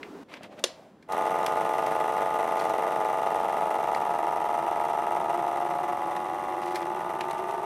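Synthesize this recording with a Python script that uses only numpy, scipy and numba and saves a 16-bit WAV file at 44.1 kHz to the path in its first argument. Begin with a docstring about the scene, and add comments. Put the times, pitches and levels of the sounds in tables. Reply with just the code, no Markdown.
"""A countertop vacuum pump knocks unevenly in its ringing plastic housing, close by in a kitchen.
Each knock sets resonances ringing that shift as the bag tightens; valves tick, chirp and puff air.
Before it a bag is slid in, the lid latches with a snap (struck resonances and noise), a button clicks.
Hands make the film crinkle with short noise bursts. Behind lies quiet room noise; at the very start
a louder room hum is heard, which stops abruptly. All lies straight ahead of a pair of microphones."""
import sys
import numpy as np
from scipy import signal
from scipy.fft import rfft, irfft, next_fast_len
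from scipy.io import wavfile
from scipy.ndimage import uniform_filter1d
from numba import njit

SR = 44100
rng = np.random.default_rng(int(sys.argv[2]) if len(sys.argv) > 2 else 0)


def output_pcm(signal):
    """Save a mono or channel-first signal as 16-bit PCM at the path in sys.argv[1].

    Samples are clipped to [-1, 1] before scaling.
    """
    pcm = np.clip(np.atleast_2d(signal).T, -1, 1) * 32767
    wavfile.write(sys.argv[1], SR, np.round(pcm).astype(np.int16))


N = 337761
TIME = np.arange(N) / SR


def from_db(db):
    """Decibels to gain."""
    return 10 ** (np.asarray(db) / 20)


def rms_one(x):
    """Scale to rms 1."""
    return x / np.sqrt(np.mean(x ** 2) + 1e-20)


def in_time(rows):
    """Each column of a curve, joined by straight lines, at every sample."""
    seconds, *columns = np.transpose(rows)
    return [np.interp(TIME, seconds, column) for column in columns]


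def fade_in(start_s, length_s):
    """A ramp from 0 to 1."""
    return np.clip((TIME - start_s) / length_s, 0, 1)


def noise(spectrum):
    """Noise of a given colour (rows of Hz, relative dB per Hz), rms 1."""
    hz, db = np.transpose(spectrum)
    size = next_fast_len(N)
    log_hz = np.log(np.arange(size // 2 + 1) * SR / size + 1)
    gain = from_db(np.interp(log_hz, np.log(hz), db, left=-120, right=-120))
    white = rfft(rng.standard_normal(size))
    return rms_one(irfft(white * gain, size)[:N])


def clicks(times, sizes):
    """Single-sample blows."""
    out = np.zeros(N)
    places = np.clip((np.asarray(times) * SR).astype(int), 0, N - 1)
    np.add.at(out, places, sizes)
    return out


def dying(blows, t60):
    """An envelope that jumps at each blow and falls 60 dB in t60 seconds."""
    return signal.lfilter([1], [1, -from_db(-60 / (t60 * SR))], blows + 1e-18)


def ring(blows, hz, t60):
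    """A unit blow sets a dying sine of height 1 ringing."""
    r, w = from_db(-60 / (t60 * SR)), 2 * np.pi * hz / SR
    return signal.lfilter([0, np.sin(w)], [1, -2 * r * np.cos(w), r * r], blows + 1e-18)


def band(x, low_hz, high_hz):
    """A gentle band-pass."""
    edges = [low_hz, min(high_hz, .48 * SR)]
    return signal.sosfilt(signal.butter(2, edges, "band", fs=SR, output="sos"), x)


@njit
def gliding_resonance(x, turn, r):
    """A resonance whose centre (radians per sample) moves; gain 1 on top."""
    out, last, before = np.zeros(len(x)), 0., 0.
    for i in range(len(x)):
        now = x[i] + 2 * r * np.cos(turn[i]) * last - r * r * before
        out[i] = (now - before) * (1 - r * r) / 2
        before, last = last, now
    return out


def resonance(x, hz, width_hz):
    """A resonance at a fixed or moving pitch."""
    turn = np.ones(N) * 2 * np.pi * hz / SR
    return gliding_resonance(x, turn, np.exp(-np.pi * width_hz / SR))


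def smeared(x, hz, width_hz):
    """An all-pass: waves near one pitch cross the casing late, which rounds each knock."""
    r = np.exp(-np.pi * width_hz / SR)
    poles = [1, -2 * r * np.cos(2 * np.pi * hz / SR), r * r]
    return signal.lfilter(poles[::-1], poles, x)


def kitchen(x, t60, treble_t60, echo_db):
    """The direct sound plus a dense noise tail from hard walls, with its own decay for the treble."""
    t = TIME[:SR // 2]
    low = band(rng.standard_normal(len(t)), 100, 5500)
    high = band(rng.standard_normal(len(t)), 6000, 12000)
    tail = low * from_db(-60 * t / t60) + high * from_db(-60 * t / treble_t60)
    tail = tail * np.clip(t / 0.01 - 1, 0, 1)  # silent for 10 ms, then swells for 10 ms
    return x + from_db(echo_db) * signal.fftconvolve(x, tail / np.sqrt(np.sum(tail ** 2)))[:N]


# Room air all around. Each row: frequency in Hz, relative level in dB per Hz.
ROOM_SPECTRUM = [(15, -52), (25, -38), (87, -10.5), (133, -11), (184, -1.5), (284, -3.5), (392, -8),
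                 (792, -15.5), (1120, -19.5), (2210, -28.5), (5000, -38.5), (15800, -52)]
# The louder hum of the first moment. Each row: frequency in Hz, relative level in dB per Hz.
HUM_SPECTRUM = [(15, -53), (25, -28), (53, -34), (137, -47), (161, -10), (217, -20), (248, -2.5),
                (334, -8.5), (425, -5), (514, -16.5), (1010, -17.5), (2210, -31), (4450, -37.5),
                (15800, -52)]
ROOM_DB, HUM_DB, HUM_END_S = -56, -44.5, .235


def background():
    """Quiet room air, and the louder hum of the first moment: two coloured noises."""
    hum = from_db(HUM_DB) * noise(HUM_SPECTRUM) * (1 - fade_in(HUM_END_S, length_s=0.0032))
    return from_db(ROOM_DB) * noise(ROOM_SPECTRUM) + hum


# Film against the slot. Each row: frequency in Hz, relative level in dB per Hz.
RUSTLE_SPECTRUM = [(530, -35.5), (900, 1.5), (1600, -6), (2100, -2.5), (3250, -7), (5990, -22.5),
                   (15000, -34)]
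# Hand against the lid. Each row: frequency in Hz, relative level in dB per Hz.
RUBBING_SPECTRUM = [(59, -39.5), (100, -29.5), (135, -15), (267, -1), (354, 0), (412, -4), (609, 2.5),
                    (1100, -18), (1430, -56.5), (2420, -120)]
# Pushes that work the bag into the slot. Each row: middle in seconds, length in seconds,
# rustle peak in dB, rubbing peak in dB.
PUSHES_INTO_SLOT = [(0.337, 0.14, -46, -51), (.372, .03, -45.5, -51), (0.444, 0.063, -45.5, -47.5),
                    (0.528, 0.061, -54, -46), (0.593, 0.045, -46.5, -47.5)]
RUSTLE_EDGE_DB, RUB_EDGE_DB = 15, 5  # how far a push's two ends lie below its peak


def sliding():
    """Each push swells and fades: the film rustles into the slot while a hand rubs and presses the lid."""
    rustle, rub = 0, 0
    for middle_s, length_s, rustle_db, rub_db in PUSHES_INTO_SLOT:
        away = np.minimum(2 * np.abs(TIME - middle_s) / length_s, 20)  # 0 in the middle, 1 at the ends
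        rustle = np.maximum(rustle, from_db(rustle_db - RUSTLE_EDGE_DB * away))
        rub = np.maximum(rub, from_db(rub_db - RUB_EDGE_DB * away))
    contact = rustle * noise(RUSTLE_SPECTRUM) + rub * noise(RUBBING_SPECTRUM)
    return contact * fade_in(0.278, length_s=0.011)


# A finger bumps the lid. Each row: time in seconds, level in dB.
LID_BUMPS = [(.409, -36), (.436, -39), (.579, -43), (.596, -41)]
# What a bump rings with. Each row: pitch in Hz, level in dB relative to the bump, t60 in seconds.
BUMP_MODES = [(200, -4.5, .05), (343, -6, .04), (656, 0, 0.027), (1310, -12, .02)]
# The lid's seal creaks as it is pressed. One row: middle in seconds, length in seconds,
# pitch in Hz, level in dB.
SEAL_CREAK = (0.7, 0.41, 626, -51)


def pressing():
    """The hand bumps the lid into ringing a few times, and the seal gives one short, narrow-band creak."""
    times, db = np.transpose(LID_BUMPS)
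    bumps = sum(ring(clicks(times, from_db(db + level)), hz, t60) for hz, level, t60 in BUMP_MODES)
    middle_s, length_s, creak_hz, creak_db = SEAL_CREAK
    swell = np.exp(-(2 * (TIME - middle_s) / length_s) ** 4)
    creak = rms_one(resonance(rng.standard_normal(N), creak_hz, width_hz=110))
    return band(bumps, low_hz=150, high_hz=3000) + from_db(creak_db) * swell * creak


# The brighter a snap, the less body: share in dB at no treble share, dB lost per dB of treble share.
BODY_SHARE_DB, BODY_TRADE = -16, 0.48


def snaps(rows, t60, mid_db, high_db):
    """Short plastic snaps: dying noise in three bands, some dull, some bright, with a little kitchen."""
    times, db, treble_share_db = np.transpose(rows)
    body_share_db = BODY_SHARE_DB - BODY_TRADE * treble_share_db
    bands = [(body_share_db, 1600, 2600), (mid_db, 2600, 5500), (treble_share_db + high_db, 6000, 12000)]
    out = 0
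    for level_db, low_hz, high_hz in bands:
        burst = dying(clicks(times, from_db(db + level_db)), t60) * rng.standard_normal(N)
        out = out + band(burst, low_hz, high_hz) * np.sqrt(SR / 2 / (high_hz - low_hz))  # even power
    return kitchen(out, t60=0.11, treble_t60=0.1, echo_db=-15.5)


# The hands take a new grip. Each row: start in seconds, length in seconds, crinkle level in dB.
NEW_GRIPS = [(2.578, 0.13, -39.5), (6.621, 0.2, -46), (7.34, .23, -59)]
GRIP_LONGEST_GAP_S, GRIP_SPREAD_DB, GRIP_TREBLE_DB = 1.7 / 70, 3, -17


def small_crinkles(count=40):
    """Creases flip at random while a hand grips the film: rows of (s, level dB, treble share dB)."""
    rows = []
    for start_s, length_s, db in NEW_GRIPS:
        gaps = rng.uniform(0, GRIP_LONGEST_GAP_S, count)
        sizes = rng.standard_normal(count)
        for after_s, size in zip(np.cumsum(gaps) - gaps[0], sizes):
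            if after_s < length_s:
                rows.append((start_s + after_s, db + GRIP_SPREAD_DB * size, GRIP_TREBLE_DB))
    return rows


# The bag's loudest snaps. Each row: time in seconds, level in dB, treble share in dB.
LOUD_CRINKLES = [(0.0301, -40, -50), (0.339, -34, -28), (0.4324, -37, -17), (0.5936, -50, -4.5),
                 (1.1216, -30, -12.5), (1.4626, -18.5, -17.5), (1.6911, -43, -18), (1.8625, -29.5, -16),
                 (2.5995, -36, -31), (2.6943, -37, -11), (3.9475, -27.5, -19), (6.1641, -31, -19),
                 (6.6333, -37, -24), (6.6583, -39, -13), (6.7573, -24.5, -16.5), (6.8264, -39.5, -32),
                 (7.208, -23, -22), (7.31, -29.5, -16), (7.3806, -38, -17), (7.4774, -48, -10),
                 (7.5093, -38, -13)]


def crinkles():
    """Creases in the film flip over: a few loud ones, and small ones under the hands."""
    return snaps(list(LOUD_CRINKLES) + small_crinkles(), t60=0.033, mid_db=-11.5, high_db=1)


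# The start button. Each row: time in seconds, level in dB, treble share in dB.
BUTTON_CLICK = [(1.0255, -47.5, -20)]


def button():
    """The start button gives one faint plastic click."""
    return snaps(BUTTON_CLICK, t60=0.049, mid_db=-13.0, high_db=-2)


# The lid's catches. Each row: time in seconds, relative force in dB.
CATCHES = [(0.6396, 2.5), (0.641, -1.5), (0.645, -26.5), (.648, -23)]
# The lid's ring. Each row: pitch in Hz, relative level in dB, t60 in seconds.
LID_MODES = [(360, 0.5, 0.091), (582, -11, 0.077), (1980, -20.5, .04), (2820, -8.5, 0.03),
             (3360, 1.5, 0.029), (4300, -13, 0.02), (4800, -18, .035)]
# Colour of the snap. Each row: frequency in Hz, relative level in dB per Hz.
SNAP_SPECTRUM = [(470, 7), (800, -5), (1120, -8), (1780, -8.5), (1920, -0.5), (2090, -8), (4270, -2.5),
                 (9140, -14), (10100, -12), (15800, -34.5)]


def latch(crack_db, crack_t60, body_db, tail_db, tail_t60, treble_t60, top):
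    """The catches snap home in quick succession and ring the lid; a smooth tail follows, peaks are rounded."""
    times, db = np.transpose(CATCHES)
    blows = clicks(times, from_db(db))
    crack = from_db(crack_db) * dying(blows, crack_t60) * noise(SNAP_SPECTRUM)
    body = from_db(body_db) * sum(from_db(level) * ring(blows, hz, t60) for hz, level, t60 in LID_MODES)
    tail = dying(blows, tail_t60) * band(noise(SNAP_SPECTRUM), low_hz=300, high_hz=5500)
    tail = tail + dying(blows, treble_t60) * band(noise(SNAP_SPECTRUM), low_hz=4500, high_hz=13000)
    snap = band(crack + from_db(tail_db) * tail, low_hz=262, high_hz=18000)
    snap = snap + band(body, low_hz=250, high_hz=9040)
    return band(top * np.tanh(snap / top), low_hz=150, high_hz=20000)


# Vacuum in the bag. Each row: time in seconds, vacuum (0 slack bag, 1 drawing in, 2 tight).
BAG_VACUUM = [(1.1, 0), (2.4, .1), (3.4, .45), (4.3, 1), (5.3, 1.04), (5.8, 1.5), (6.3, 2)]
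# From here the resonances glide on to their last pitches: start, length.
LAST_GLIDE_S, GLIDE_LENGTH_S = 6.65, .8


def stages():
    """Progress of the bag: 0 slack, 1 drawing in, 2 tight, 3 empty."""
    return in_time(BAG_VACUUM)[0] + fade_in(LAST_GLIDE_S, GLIDE_LENGTH_S)


def at_stage(values, stage):
    """Blend the values of neighbouring stages."""
    return np.interp(stage, np.arange(len(values)), values)


PUMP_START_S, SPIN_UP_S = 1.076, .06


def steady(x):
    """The running pump's sound with its slow level (over a quarter second) at about 1."""
    running_share = uniform_filter1d(1. * (TIME > PUMP_START_S), SR // 4)
    power = uniform_filter1d(x ** 2, SR // 4) / np.maximum(running_share, .1)
    return x / np.sqrt(np.maximum(power, 0) + np.mean(x ** 2) / 1000)


# Nominal time between knocks. Each row: time in seconds, quick gap in seconds, slow gap in seconds.
KNOCK_GAPS = [(1.1, .0094, .013), (3.5, .0085, .0126), (4.8, .0074, .0134), (5.6, .0076, .0135),
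              (6.05, .0064, .0133), (6.3, .0092, .012), (6.7, .0098, .013), (7.05, .009, .0145),
              (7.4, .0085, .015)]
QUICK_FROM, QUICK_TO = .22, .72  # part of the cycle (0-1) with quick gaps
# The pump slows under load. Each row: time in seconds, cycles per second.
PUMP_SPEED = [(1.1, 23.15), (2.2, 23.05), (2.7, 22.78), (3.8, 22.83), (4.9, 22.6), (5.4, 22.15),
              (5.8, 22.1), (6.2, 21.55), (6.6, 21.45), (7.1, 20.7)]
START_PLACE = .85  # place in the cycle (0-1) at the start
# Force of a knock. Each row: place in the cycle (0-1), force in dB before the stage's share below.
STROKE_FORCE = [(0, -1), (.25, 0), (.42, -2), (.55, -4.5), (.75, -8), (.9, -7), (1, -1)]
# The lighter contacts fall back: share of the force's dB at each stage, slack, drawing, tight, empty.
FORCE_SHARE = (.72, 1, .45, .8)
# Pitch of each housing resonance. Each row: Hz with a slack bag, drawing in, tight, empty,
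# then its pull on the knocks' timing (0-1).
HOUSING_PITCHES = [(320, 348, 352, 364, 0), (448, 445, 410, 410, .5), (540, 535, 570, 590, 0),
                   (630, 610, 640, 665, 0), (672, 672, 752, 790, .45), (768, 812, 800, 840, .3),
                   (861, 853, 838, 915, 1), (945, 940, 905, 880, .3), (1050, 1050, 975, 1030, 0),
                   (1130, 1170, 1105, 1120, 0), (1222, 1212, 1200, 1185, .3), (1275, 1285, 1280, 1280, 0),
                   (1445, 1400, 1440, 1490, .6)]


def strokes(jitter_s, play_s, stray, swing_t60, spread_db, miss_s, count=800):
    """A loose part rattles about four times a cycle; it lands where the casing swings to meet it."""
    stage = stages()
    quick_s, slow_s = in_time(KNOCK_GAPS)
    cycles = START_PLACE + np.cumsum(in_time(PUMP_SPEED)[0] * (TIME > PUMP_START_S)) / SR
    housing_rows = np.array(HOUSING_PITCHES)
    pitches, pull = housing_rows[:, :-1], housing_rows[:, -1]
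    blows, swing, i = np.zeros(N), 0, int(PUMP_START_S * SR)
    for late, slip, force, miss in rng.standard_normal((count, 4)):
        if i >= N - SR // 500:
            break
        place = cycles[i] % 1
        force_db = np.interp(place, *np.transpose(STROKE_FORCE)) * at_stage(FORCE_SHARE, stage[i])
        blows[i + int(miss_s * miss * SR)] = from_db(force_db + spread_db * force)
        is_quick = QUICK_FROM < place + stray * slip < QUICK_TO
        nominal_s = quick_s[i] if is_quick else slow_s[i]
        gaps = nominal_s + jitter_s * late + np.arange(-play_s, play_s, 2 / SR)
        hz = np.array([at_stage(row, stage[i]) for row in pitches])
        # each resonance as a turning, dying phasor after every possible gap
        swings = (swing + 1) * np.exp(np.outer(gaps, 2j * np.pi * hz - np.log(1000) / swing_t60))
        best = np.argmax(swings.real @ pull)
        swing, i = swings[best], i + int(gaps[best] * SR)
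    return blows


# Ring of the same resonances. Each row: width in Hz, then lift in dB with a slack bag, drawing in,
# tight, empty.
HOUSING_LIFTS = [(41.5, 4.5, 10, 14, 16.5), (29.2, 5.5, 5, -9, 9.5), (34.0, 0.5, 0.0, 10, -5),
                 (54.0, 7, 1.5, 2.5, 15.5), (43, 7, 13.5, 9.0, -4), (40, 7.5, 6.5, 2.5, 8.5),
                 (34, 12, 5, 7, 11), (38, 2, 11, -5.5, 0.5), (47.0, 10, 2.5, 6.5, 5.0),
                 (42.0, 0, 2, 10, -9), (42.0, 14.5, 8, 6.5, 16), (31.0, 0.5, 7.5, 1.0, 3),
                 (35, 11, 4.5, 5, 12.5)]
# The bare knock: centre in Hz at each stage, and its width in Hz on each of two passes.
THUD_HZ, THUD_WIDTH_HZ = (460, 660, 722, 722), 667


def housing(blows, low_hz, high_hz):
    """Each knock is a dull thud lifted by the casing's resonances, which shift as the bag empties."""
    stage = stages()
    out = smeared(blows + 1e-18, hz=814, width_hz=300)
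    out = smeared(out, hz=1235, width_hz=89)
    for _ in range(2):
        out = resonance(out, at_stage(THUD_HZ, stage), THUD_WIDTH_HZ)
    for (*pitches, _), (width_hz, *lifts_db) in zip(HOUSING_PITCHES, HOUSING_LIFTS):
        lift = from_db(at_stage(lifts_db, stage)) - 1
        out = out + lift * resonance(out, at_stage(pitches, stage), width_hz)
    out = signal.sosfilt(signal.butter(6, high_hz, fs=SR, output="sos"), out)
    return signal.sosfilt(signal.butter(2, low_hz, "high", fs=SR, output="sos"), out)


# The straining motor's drone: level in dB at each stage, slack, drawing, tight, empty.
DRONE_LEVELS = (-77, -44.5, -40.5, -41.5)


def drone():
    """A rough note: noise through the lowest housing resonance, swelling as the bag tightens."""
    stage = stages()
    hz = at_stage(HOUSING_PITCHES[0][:-1], stage)
    note = resonance(rng.standard_normal(N), hz, width_hz=42)
    note = resonance(note, hz, width_hz=42)
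    return from_db(at_stage(DRONE_LEVELS, stage)) * rms_one(note)


# Escaping air. Each row: frequency in Hz, relative level in dB per Hz.
AIR_SPECTRUM = [(1200, -56), (1700, 2), (2300, -4), (2800, -8), (3600, -10.5), (4500, -20), (5900, -17),
                (7400, -22), (8800, -18.5), (11000, -22.5), (14000, -24), (15800, -42)]
# Ringing of the valves. Each row: pitch in Hz, relative level in dB, t60 in seconds.
VALVE_MODES = [(2766, 12.5, 0.062), (5920, 1.5, 0.087), (8470, 4.5, 0.013), (9000, 15, 0.0068),
               (9830, 12, 0.0086), (11640, 4, 0.041)]
# The valve's chirp: level in dB at each stage, slack, drawing, tight, empty.
CHIRP_LEVELS = (-49.5, -54.5, -52.5, -56.5)
# Motor shaking the counter. Each row: frequency in Hz, relative level in dB per Hz.
RUMBLE_SPECTRUM = [(15, -40), (25, -17), (50, -12), (100, -9.5), (150, 2.5), (250, 0.5), (330, -4),
                   (600, -9)]
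VALVE_LEAD_S, VALVE_SHARE = .0023, .25  # the valve opens ahead of the knock, with a share of its force
CHURN_DB = -39  # the motor's steady churning fed to the housing, against the knocks
KNOCK_DB, KNOCK_LOSS_DB = -26.5, 0.6053  # with a slack bag; lost per vacuum cubed in thinner air
AIR_DB, AIR_LOSS_DB = -45, 2.5  # with a slack bag; lost per unit of vacuum
RUMBLE_LOSS_DB = 1.4  # per unit of vacuum


def pump(puff_t60, leak, valve_db, chirp_hz, chirp_width_hz, rumble_db):
    """Ahead of each knock a valve opens with a tick, chirp and puff of air; the motor churns and rumbles."""
    vacuum, stage = in_time(BAG_VACUUM)[0], stages()
    blows = strokes(jitter_s=.0004, play_s=.001, stray=.07, swing_t60=.13, spread_db=.4, miss_s=.00012)
    opening = np.roll(blows, -int(VALVE_LEAD_S * SR))
    churn = from_db(CHURN_DB) * rng.standard_normal(N)
    body = housing(blows + VALVE_SHARE * opening + churn, low_hz=238, high_hz=1620)
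    knocks = steady(kitchen(body, t60=.25, treble_t60=.2, echo_db=-15))
    air = steady((dying(opening ** 2, puff_t60) + leak) * noise(AIR_SPECTRUM))
    valves = steady(sum(from_db(db) * ring(opening ** 2, hz, t60) for hz, db, t60 in VALVE_MODES))
    chirps = resonance(opening ** 4 + 1e-18, chirp_hz, chirp_width_hz)
    chirps = steady(resonance(chirps, chirp_hz, chirp_width_hz))
    running = from_db(KNOCK_DB - KNOCK_LOSS_DB * vacuum ** 3) * knocks
    running = running + from_db(AIR_DB - AIR_LOSS_DB * vacuum) * (air + from_db(valve_db) * valves)
    running = running + from_db(at_stage(CHIRP_LEVELS, stage)) * chirps + drone()
    running = running + from_db(rumble_db - RUMBLE_LOSS_DB * vacuum) * noise(RUMBLE_SPECTRUM)
    return running * fade_in(PUMP_START_S, SPIN_UP_S)


def scene():
    """All lies straight ahead; a faint echo tail and very faint steady noise differ between the channels."""
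    mid = background() + sliding() + pressing() + crinkles() + button()
    mid = mid + latch(crack_db=-18.5, crack_t60=0.021, body_db=-23.5, tail_db=-41.0, tail_t60=0.28,
                      treble_t60=0.16, top=0.43)
    mid = mid + pump(puff_t60=0.057, leak=0.36, valve_db=-9, chirp_hz=1990, chirp_width_hz=140,
                     rumble_db=-48.5)
    spread = mid + from_db(-25) * band(mid, low_hz=2290, high_hz=16100)
    echo = kitchen(spread, t60=.1, treble_t60=.2, echo_db=-27) - spread  # the tail alone
    side = echo + from_db(-82) * noise([(20, 0), (200, 0), (1000, -15), (15800, -19)])
    return np.array([mid + side, mid - side])


CUTOFF_HZ = 15900


def record(dry):
    """Both microphone channels lose the top treble to a steep low-pass."""
    return signal.sosfilt(signal.ellip(10, .1, 80, CUTOFF_HZ, fs=SR, output="sos"), dry)


dry = scene()
out = record(dry)
output_pcm(out)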